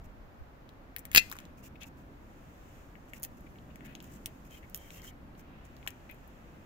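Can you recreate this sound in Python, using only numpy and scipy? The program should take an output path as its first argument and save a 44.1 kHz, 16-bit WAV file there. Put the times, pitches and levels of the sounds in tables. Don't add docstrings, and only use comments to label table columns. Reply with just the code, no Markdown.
import sys
import numpy as np
from scipy import signal
from scipy.fft import rfft, irfft, next_fast_len
from scipy.io import wavfile
from scipy.ndimage import uniform_filter1d

SR = 44100
rng = np.random.default_rng(int(sys.argv[2]) if len(sys.argv) > 2 else 0)


def store_wav(level_fs):
    pcm = np.round(np.clip(np.atleast_2d(level_fs), -1, 1) * 32767)
    wavfile.write(sys.argv[1], SR, pcm.T.astype(np.int16))


def invert_db(level):
    return 10 ** (np.asarray(level, dtype=float) / 20)


N = 293529
CUT_LAG, LAG, HAND_DROP_S = 10, 13, 2.5


def evened(x):
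    return x / np.sqrt(np.mean(x ** 2) + 1e-20)


def read(points, hz):
    f, value = np.transpose(points)
    return np.interp(np.log(hz + 1), np.log(f + 1), value)


def column(rows, index, t):
    return np.interp(t, np.array(rows)[:, 0], np.array(rows)[:, index])


def hiss(shape_db, same, size):
    hop = size // 4
    frames, hz = N // hop + 5, np.fft.rfftfreq(size, 1 / SR)
    a, b, c, d = rng.standard_normal((frames, len(hz), 4)).T
    same = np.clip(same(hz), -1, 1)[:, None]
    left, other = a + 1j * b, c + 1j * d
    z = np.array([left, same * left + np.sqrt(1 - same ** 2) * other])
    z *= invert_db(shape_db(hz[:, None], np.arange(frames) * hop / SR))
    return signal.istft(z, nperseg=size, noverlap=size - hop)[1][:, :N]


# frequency in Hz, density in dB per Hz.
AIR_SPECTRUM = [(15, -28.5), (25, -5.5), (60, -4.5), (108, -13.5), (146, -14.5), (182, -19), (259, -15),
                (422, -21), (524, -18), (1120, -23.5), (1600, -26.5), (3510, -41), (7400, -51), (8300, -58),
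                (10500, -53.5), (14800, -44), (16500, -58)]
# frequency in Hz, left-right likeness from -1 to 1.
PORT_LIKENESS = [(60, 0.89), (150, 0.88), (380, 0.71), (950, -0.19), (2380, -0.14), (5980, 0.02),
                 (15000, -0.45)]


def air():
    wash = hiss(lambda hz, t: read(AIR_SPECTRUM, hz) + 0 * t, lambda hz: read(PORT_LIKENESS, hz), size=2048)
    return invert_db(-53.5) * evened(wash)


# time in seconds, level in dB.
TRAFFIC = [(0.0, -56), (0.35, -64.5), (1.0, -60), (1.3, -53.5), (1.7, -53.5), (2.2, -56), (2.9, -60),
           (3.5, -53), (4.04, -51), (4.46, -54.5), (4.85, -58), (5.24, -52.5), (5.6, -56), (6.2, -58.5),
           (6.66, -55.5)]
# centre in seconds, width in seconds, rise in dB.
GUSTS = [
    (0.05, 0.35, 13),
    (0.42, 0.032, 21),
    (1.2, 0.14, 11),
    (1.5, 0.11, 6),
    (3.4, 0.23, 6),
    (5.6, 0.056, 8.1),
    (6.4, 0.097, 5.3),
]


def rumble():
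    t = np.arange(N) / SR
    drone_spectrum = [(70, -29.5), (120, 3.5), (290, 0.5), (400, -12.5), (700, -47.0)]
    wind_spectrum = [(12, -11), (25, -4.5), (60, -2.5), (100, -31)]
    drone = hiss(lambda hz, t: read(drone_spectrum, hz) + 0 * t, lambda hz: .93 + 0 * hz, size=2048)
    wind = hiss(lambda hz, t: read(wind_spectrum, hz) - hz / 10 + 0 * t, lambda hz: .55 + 0 * hz, size=4096)
    wind_db = -59.5 + sum(db * np.exp(-((t - s) / width) ** 2) for s, width, db in GUSTS)
    return invert_db(column(TRAFFIC, 1, t) - 2.0) * evened(drone) + invert_db(wind_db - 6) * evened(wind)


def ringing(modes, size=2048):
    t = np.arange(size) / SR
    h = 0
    for hz, width, db in modes:
        decay = np.exp(-np.pi * width * t)
        h = h + invert_db(db) * np.sqrt(width) * decay * np.sin(2 * np.pi * hz * t)
    return h / np.linalg.norm(h)


def steep(h, low_hz, high_hz):
    return signal.sosfilt(signal.butter(2, [low_hz, high_hz], "band", fs=SR, output="sos"), h)


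# frequency in Hz, width in Hz, level in dB.
BODY_MODES = [(1750, 400, 2), (2050, 350, 4), (2600, 450, 9), (3255, 1200, 3)]
MIDDLE_MODES = [(6000, 1700, -9), (6820, 1200, -3), (7000, 2280, -2.5)]
TREBLE_MODES = [(9880, 1000, -12), (12500, 2200, -2.5), (14190, 2000, 3.5)]


def voices():
    body = steep(ringing(BODY_MODES), 1100, 3800)
    middle = steep(ringing(MIDDLE_MODES), 4600, 9000)
    return [body, middle, steep(ringing(TREBLE_MODES), 8000, 16500)]


def part(hz, spread, upper_db=-6):
    modes = [(0.9 * hz, spread * hz, -6), (hz, spread * hz, 0), (1.25 * hz, 2 * spread * hz, upper_db)]
    return steep(ringing(modes), 0.75 * hz, min(1.8 * hz, .45 * SR))


def grains(size):
    strength_db = 2.0 * np.minimum(rng.exponential(1, size), 5)
    g = rng.standard_normal((3, size)) * invert_db(strength_db)
    return evened(g[:2] + 0.34 * np.array([np.roll(g[2], LAG), g[2]]))


# frequency in Hz, width in Hz, level in dB.
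CRACK_MODES = [(3328, 350, -4), (4170, 890, -2), (4740, 850, 1), (5800, 160, -9), (6430, 650, -5),
               (7460, 910, -24)]
# time in seconds, effort in dB, brightness in dB.
HAND_MOTION = [(0.0, -86, 1), (0.9, -78.5, -9), (1.1, -75, -8.5), (1.42, -63, -11.5), (1.6, -89, -5.5),
               (2.0, -80, -6), (2.3, -73, -3.5), (2.78, -66, -4.5), (2.95, -76.5, -1.5), (3.5, -77.5, 1.5),
               (3.85, -68, -11), (4.25, -72, -0.5), (4.55, -74, -2.5), (5.0, -67.5, -2), (5.12, -86, 0.5),
               (5.54, -64, -20.5), (5.8, -68, -6), (6.66, -68.5, -8.5)]


def rustle():
    t = np.arange(N) / SR
    effort, bright = column(HAND_MOTION, 1, t), column(HAND_MOTION, 2, t)
    after = np.maximum(t - 1.185, 0)
    bed = 0
    groups = zip(voices(), [0, 1, 1.25], [-69, -51, -52], [-40, -150, -140])
    for h, share, db, fall in groups:
        level = invert_db(effort + share * bright) + invert_db(db + fall * after) * (after > 0)
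        rasp = grains(N)
        bed = bed + signal.oaconvolve(level * rasp, h[None])[:, :N]
    crackle = invert_db(-47.5 - 150 * after) * (after > 0) * rasp
    fibres = steep(ringing(CRACK_MODES[:3]), 2700, 5500)
    return bed + signal.oaconvolve(crackle, fibres[None])[:, :N]


# start in seconds, length in seconds, level in dB.
SQUEAKS = [
    (4.495, 0.074, -54),
    (4.56, 0.036, -58),
    (4.74, 0.066, -59),
    (4.8, 0.12, -61),
    (4.95, 0.08, -56),
    (5.061, 0.046, -45.5),
]


def spring_squeak():
    t, hz = np.arange(N) / SR, 3160
    squeak = evened(signal.oaconvolve(rng.standard_normal(N), ringing([(hz, 60, 0)]))[:N])
    squeak += invert_db(-3.5) * np.sin(2 * np.pi * hz * t + 4.4 * np.sin(2 * np.pi * 7 * t))
    level = 0
    for s, length, db in SQUEAKS:
        level = level + invert_db(db - 10.0) * np.clip(np.minimum(t - s, s + length - t) / 0.017, 0, 1)
    squeak *= level
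    return np.array([np.roll(squeak, LAG), squeak])


def add(mix, s, sound):
    mix[:, round(s * SR):][:, :sound.shape[1]] += sound


# start and length in seconds, level in dB, body pitch in Hz.
BRUSHES = [(0.035, 0.035, -70, 2480), (1.128, 0.019, -59, 2300), (1.308, 0.034, -54.5, 1230),
           (1.564, 0.056, -69, 2510), (1.62, 0.072, -60, 2690), (1.849, 0.046, -64, 2600),
           (1.957, 0.083, -74.5, 2480), (3.077, 0.033, -69.5, 2800), (3.128, 0.064, -60.5, 2720),
           (3.365, 0.025, -69, 2600), (3.843, 0.033, -63.5, 2337), (4.013, 0.086, -66, 2960),
           (4.08, 0.12, -67, 2940), (4.439, 0.05, -70, 2470), (4.484, 0.13, -64, 2920),
           (4.76, 0.18, -67.5, 2900), (4.9, 0.11, -59.5, 2750), (5.019, 0.097, -58.5, 2910),
           (5.37, 0.052, -67, 2360), (5.638, 0.038, -70, 2390)]
# start and length in seconds, level in dB, body pitch in Hz.
SCUFFS = [(1.753, 0.014, -54, 2600), (1.798, 0.06, -51, 2680), (1.8, 0.04, -58, 3200),
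          (1.805, 0.05, -57, 1980), (1.803, .025, -61, 6740), (1.815, 0.013, -51, 2500),
          (1.83, 0.0066, -54, 6660), (3.459, 0.021, -61, 2330), (3.696, 0.023, -66, 2820),
          (3.8, 0.16, -61, 1920), (3.82, 0.14, -61, 2490), (3.84, 0.043, -61.5, 2200),
          (4.05, 0.14, -68, 1990), (4.11, 0.067, -65.5, 7700), (4.618, 0.045, -62, 2200),
          (4.49, .11, -62, 2500), (4.76, .15, -65, 2300), (4.9, 0.27, -62, 2200), (6.085, 0.05, -55, 2450),
          (6.092, 0.011, -52, 2050)]


def rubs():
    out = np.zeros((2, N))
    flutter = invert_db(1.8 * evened(uniform_filter1d(rng.standard_normal(N), size=200)))
    rasp = np.array([grains(N) for _ in range(3)]) * flutter
    upper = voices()[1:]
    for strokes, colour_db, pan_db in [(BRUSHES, [-2, -1, 0], 0), (SCUFFS, [-1, -27, -19], 7)]:
        pan = invert_db(pan_db * np.array([[.5], [-.5]]))
        for s, length, db, hz in strokes:
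            at = round(s * SR)
            stroke = signal.windows.tukey(round(length * SR), .6)
            level = invert_db(db + np.array(colour_db))[:, None, None] * pan
            drive = level * stroke * rasp[:, :, at:at + len(stroke)]
            responses = np.array([part(hz, 0.079, upper_db=-15), *upper])[:, None]
            add(out, s, signal.fftconvolve(drive, responses, axes=2).sum(0))
    return out


def scrape(ms, noise, drag_db):
    t = np.arange(noise.shape[-1]) / SR
    onset = 1 - np.exp(-t / .0001)
    shape = onset * (np.exp(-t / (max(ms, .1) / 1000)) + invert_db(drag_db) * np.exp(-t / 0.011))
    both = shape * (noise[:, :1] + .65 * noise[:, 1:])
    return both / np.linalg.norm(both, axis=2, keepdims=True)


# time in seconds, edge in dB,
# middle in dB, body in dB, body pitch in Hz.
CLICKS = [(0.9633, -32.5, -58, -39.5, 2230), (0.9843, -40, -47, -59, 4120), (0.9916, -40, -46, -65, 1260),
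          (1.053, -35.5, -43.5, -45, 2290), (1.1153, -38, -44, -43.5, 2600), (1.315, -36, -43, -42, 1150),
          (3.1347, -47, -53, -64, 2600), (3.1984, -52, -66, -69, 1140), (3.2237, -43, -56, -72, 2270),
          (3.231, -29, -35.5, -54, 2290), (3.4074, -55.5, -66, -70, 1860), (4.0427, -53, -55, -59, 2380),
          (4.2589, -27.5, -37, -36, 3380), (4.2592, -49.5, -60, -38, 7960),
          (4.698, -47.5, -59.5, -67.5, 1370), (4.7457, -31, -36.5, -44, 3130),
          (4.7578, -36, -46, -64, 3240), (4.7635, -41, -51, -60, 3160), (4.775, -40, -50, -63, 3120),
          (5.019, -53, -56, -55, 5000), (6.145, -55, -68, -66, 1750)]
# time in seconds, edge in dB, middle in dB,
# body in dB, body pitch in Hz.
TWIGS = [(0.6911, -58, -58.5, -57.5, 3830), (1.262, -58, -62, -61, 2480), (1.2986, -42, -50, -50, 2840),
         (1.3256, -41, -43, -36.5, 1630), (1.3544, -51, -51, -48, 1310), (1.3664, -50, -49, -46, 1170),
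         (1.3874, -43, -42, -43.5, 2560), (1.4018, -51, -53, -51, 1407), (1.453, -60, -54, -55.5, 3630),
         (1.8333, -55, -47, -49, 2600), (3.2363, -27, -34, -54.5, 2600), (3.2436, -44, -45, -51, 2600),
         (3.2485, -33, -36, -48.5, 2084), (3.7578, -51, -51, -51, 2035), (3.9516, -47.5, -45, -44.5, 3080),
         (4.003, -58, -49.5, -51, 2990), (4.0257, -48, -56, -62, 2910), (4.5088, -61, -51.5, -61, 3160),
         (4.9048, -54, -48.5, -46.5, 2660), (5.046, -57, -56, -48, 1580), (5.3954, -57.5, -58.5, -66, 2345),
         (5.8643, -53, -56, -41.5, 1100), (5.8749, -34, -41, -33.5, 3330), (5.8786, -44, -35, -57.5, 2160),
         (5.905, -46, -49, -60, 2230)]
# time in seconds, body in
# dB, left over right in dB, body pitch in Hz.
TAPS = [(0.9636, -47, 11, 1880), (0.9638, -46, 5, 4300), (1.117, -48, 11, 2100), (1.315, -45, 8, 4050),
        (2.954, -54, 10, 2070), (3.1343, -42, 7.5, 2150), (3.237, -53, 4, 3300), (3.25, -50, 7, 2050),
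        (3.558, -56, 2, 2200), (3.586, -58, 1, 3140), (3.8072, -52, 8, 2050), (3.8075, -50, 0, 300),
        (4.2591, -45, 5, 2100), (4.631, -56, 8, 2040), (4.7455, -53, 7, 1900), (5.352, -60, 3, 3000),
        (5.6525, -60, 0, 7500), (5.7665, -57, 3, 4500), (5.7667, -60, 3, 13500), (5.8281, -59, 10, 2440),
        (5.8747, -41, 11, 1850), (5.875, -47.5, 3, 750), (5.879, -40, 10, 14400), (6.098, -49, 6, 2400),
        (6.1124, -50, 9, 14200), (6.2768, -55, 6, 14100)]


def ticks():
    rows = []  # s, body, edge and middle dB, body and edge pan dB, pitch Hz, ring width over pitch
    for s, edge, middle, body, hz in CLICKS:
        edge_pan = -4 if s > HAND_DROP_S else 5.5
        rows.append((s, body, edge, middle, 5, edge_pan, hz, 0.31))
    for s, edge, middle, body, hz in TWIGS:
        rows.append((s, body, edge, middle, 5, 1.5, hz, 0.5))
    for s, body, pan, hz in TAPS:
        rows.append((s, body, body - 23, body - 23, pan, pan, hz, .1))
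    noise = rng.standard_normal((len(rows), 3, 3, 800))
    noise[:, 0, 0, 5] += 14
    out, upper = np.zeros((2, N)), voices()[1:]
    for (s, body_db, treble_db, middle_db, pan_db, edge_pan_db, hz, spread), n in zip(rows, noise):
        level = invert_db(np.array([body_db + 21.0, middle_db + 16.5, treble_db + 16.5]))[:, None, None]
        pan = np.clip([pan_db, edge_pan_db, edge_pan_db], -9, 11)[:, None, None]
        drive = level * invert_db(pan * [[.5], [-.5]]) * scrape(.5, n, drag_db=-30.5)
        responses = np.array([part(hz, spread), *upper])[:, None]
        add(out, s, signal.fftconvolve(drive, responses, axes=2).sum(0))
    return out


# frequency in Hz, level in dB, t60 in seconds.
STEEL_MODES = [(2040, -9.5, 0.2), (2480, -0.5, 0.067), (2680, 1, 0.083), (2800, -5.5, .12),
               (4260, -8, 0.14), (4450, -8.5, .04), (4553, -8, .04), (5050, -18.5, .08), (5717, -15, .09),
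               (6340, -18, .1), (6800, -13, 0.087), (6540, -8, 0.045), (6840, -12.5, .065)]
# time in seconds, level in dB.
BLADE_BLOWS = [
    (1.1604, -36),
    (1.1732, -15),
    (1.1755, -19),
    (1.1792, -20),
    (1.189, -32),
]


def blades():
    out = np.zeros((2, N))
    ring = ringing([(hz, 2.2 / t60, db) for hz, db, t60 in STEEL_MODES], size=8192)
    for s, db in BLADE_BLOWS:
        add(out, s, invert_db(db + 21.0 + np.array([[0], [-6.5]])) * ring)
    return out


# time in seconds, blow in dB, treble in dB,
# middle in dB, scrape length in ms.
SNAPS = [(1.13, -45, -45, -53.5, 1.54), (1.134, -38.5, -50.5, -54, 1.5), (1.1395, -52.5, -43, -57.5, 1.),
         (1.1468, -34.5, -37.5, -38.5, 1.5), (1.1488, -11, -15, -23, 0.7), (1.153, -23, -27.5, -33, .6),
         (1.1558, -30, -28, -32, 1.8), (1.1603, -9, -16, -15.5, .9), (1.1632, -25, -24, -28, .7),
         (1.1679, -29, -28.5, -30, 2.2), (1.1713, -20, -22.5, -24.5, 1.), (1.173, -15.5, -17.5, -22, 1.),
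         (1.1742, -18.5, -22, -19, 1.), (1.1763, -18.5, -23.5, -22, .8), (1.1786, -21.5, -27.5, -22, .8),
         (1.1791, -12, -24.5, -12, .7), (1.1867, -25.5, -39, -32.5, 1.2), (1.1958, -34.5, -40.5, -41, 0.88)]


def snip():
    noise = rng.standard_normal((len(SNAPS), 3, 3, 800))
    noise[:, 0, 0, 2:8] += 10 * np.hanning(6)
    drive = np.zeros((3, 2, N))
    for (s, body_db, treble_db, middle_db, ms), n in zip(SNAPS, noise):
        at = round(s * SR)
        level = invert_db(np.array([body_db + 13, middle_db + 24.5, treble_db + 21.5]))[:, None, None]
        drive[:, :, at:at + n.shape[-1]] += level * scrape(ms, n, drag_db=-22)
    thud = ringing([(128.4, 66, -13.0), (258.8, 200, 0.5), (500, 500, 4.0), (764, 230, 3), (1170, 41, -6.5)])
    body, _, treble = voices()
    body = invert_db(np.array([[0.], [-6.5]])) * body + invert_db(-16.0) * thud
    crack = invert_db(np.array([[1.], [-1.]])) * steep(ringing(CRACK_MODES), 3400, 10000)
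    treble = invert_db(np.array([[1.5], [-1.5]])) * treble
    groups = [body, crack, treble]
    return sum(signal.oaconvolve(d, h, axes=1)[:, :N] for d, h in zip(drive, groups))


# frequency in Hz, t60 in seconds.
GARDEN_DECAY = [(200, 0.12), (1000, 0.28), (2500, 0.29), (6000, 0.026), (14000, 0.11)]


def garden(x):
    taps = np.zeros((2, SR // 2))
    at = np.arange(60, SR // 2 - 20, 20) + rng.integers(0, 20, (2, (SR // 2 - 61) // 20))
    np.put_along_axis(taps, at, rng.choice([-1., 1.], at.shape), 1)
    hz, t, z = signal.stft(taps, SR, nperseg=128)
    far = invert_db(-60 * t / read(GARDEN_DECAY, hz)[:, None])
    close = 5.3 * invert_db(-60 * t / 0.044)
    tail = signal.istft(z * (far + close), SR, nperseg=128)[1]
    return signal.fftconvolve(x, tail / np.linalg.norm(tail[0]), axes=1)[:, :N]


# frequency in Hz, gain in dB.
LEFT_CAVITY = [(700, 0.5), (1200, -0.5), (1900, 4.5), (2600, 6), (3400, 2), (4400, -1.5), (9000, -0.5),
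               (14000, 1.5)]


def ports(x, depth):
    size = next_fast_len(N)
    lift = invert_db(depth * read(LEFT_CAVITY, np.fft.rfftfreq(size, 1 / SR)))
    left = irfft(rfft(x[0], size) * lift, size)[:N]
    before_drop = np.arange(N) < HAND_DROP_S * SR
    return np.array([np.where(before_drop, np.roll(left, CUT_LAG), np.roll(left, LAG)), x[1]])


def scene():
    background = air() + rumble()
    hands = rustle() + spring_squeak() + rubs()
    small, snap = ticks(), snip() + blades()
    small = ports(small + invert_db(-7.5) * garden(small), depth=0.37)
    cut = ports(snap + invert_db(-16.0) * garden(snap), depth=1)
    return background + hands + small + cut


def top_cut(x):
    return signal.sosfilt(signal.butter(12, 17010, fs=SR, output="sos"), x)


def record(dry):
    soft = .95 * np.tanh(dry / .95)
    lowpass = signal.firwin(511, 15800, window=("kaiser", 8), fs=SR)
    low = signal.oaconvolve(soft, lowpass[None], "same")
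    return top_cut(low + invert_db(-32.5) * (soft - low))


dry = scene()
out = record(dry)
store_wav(out)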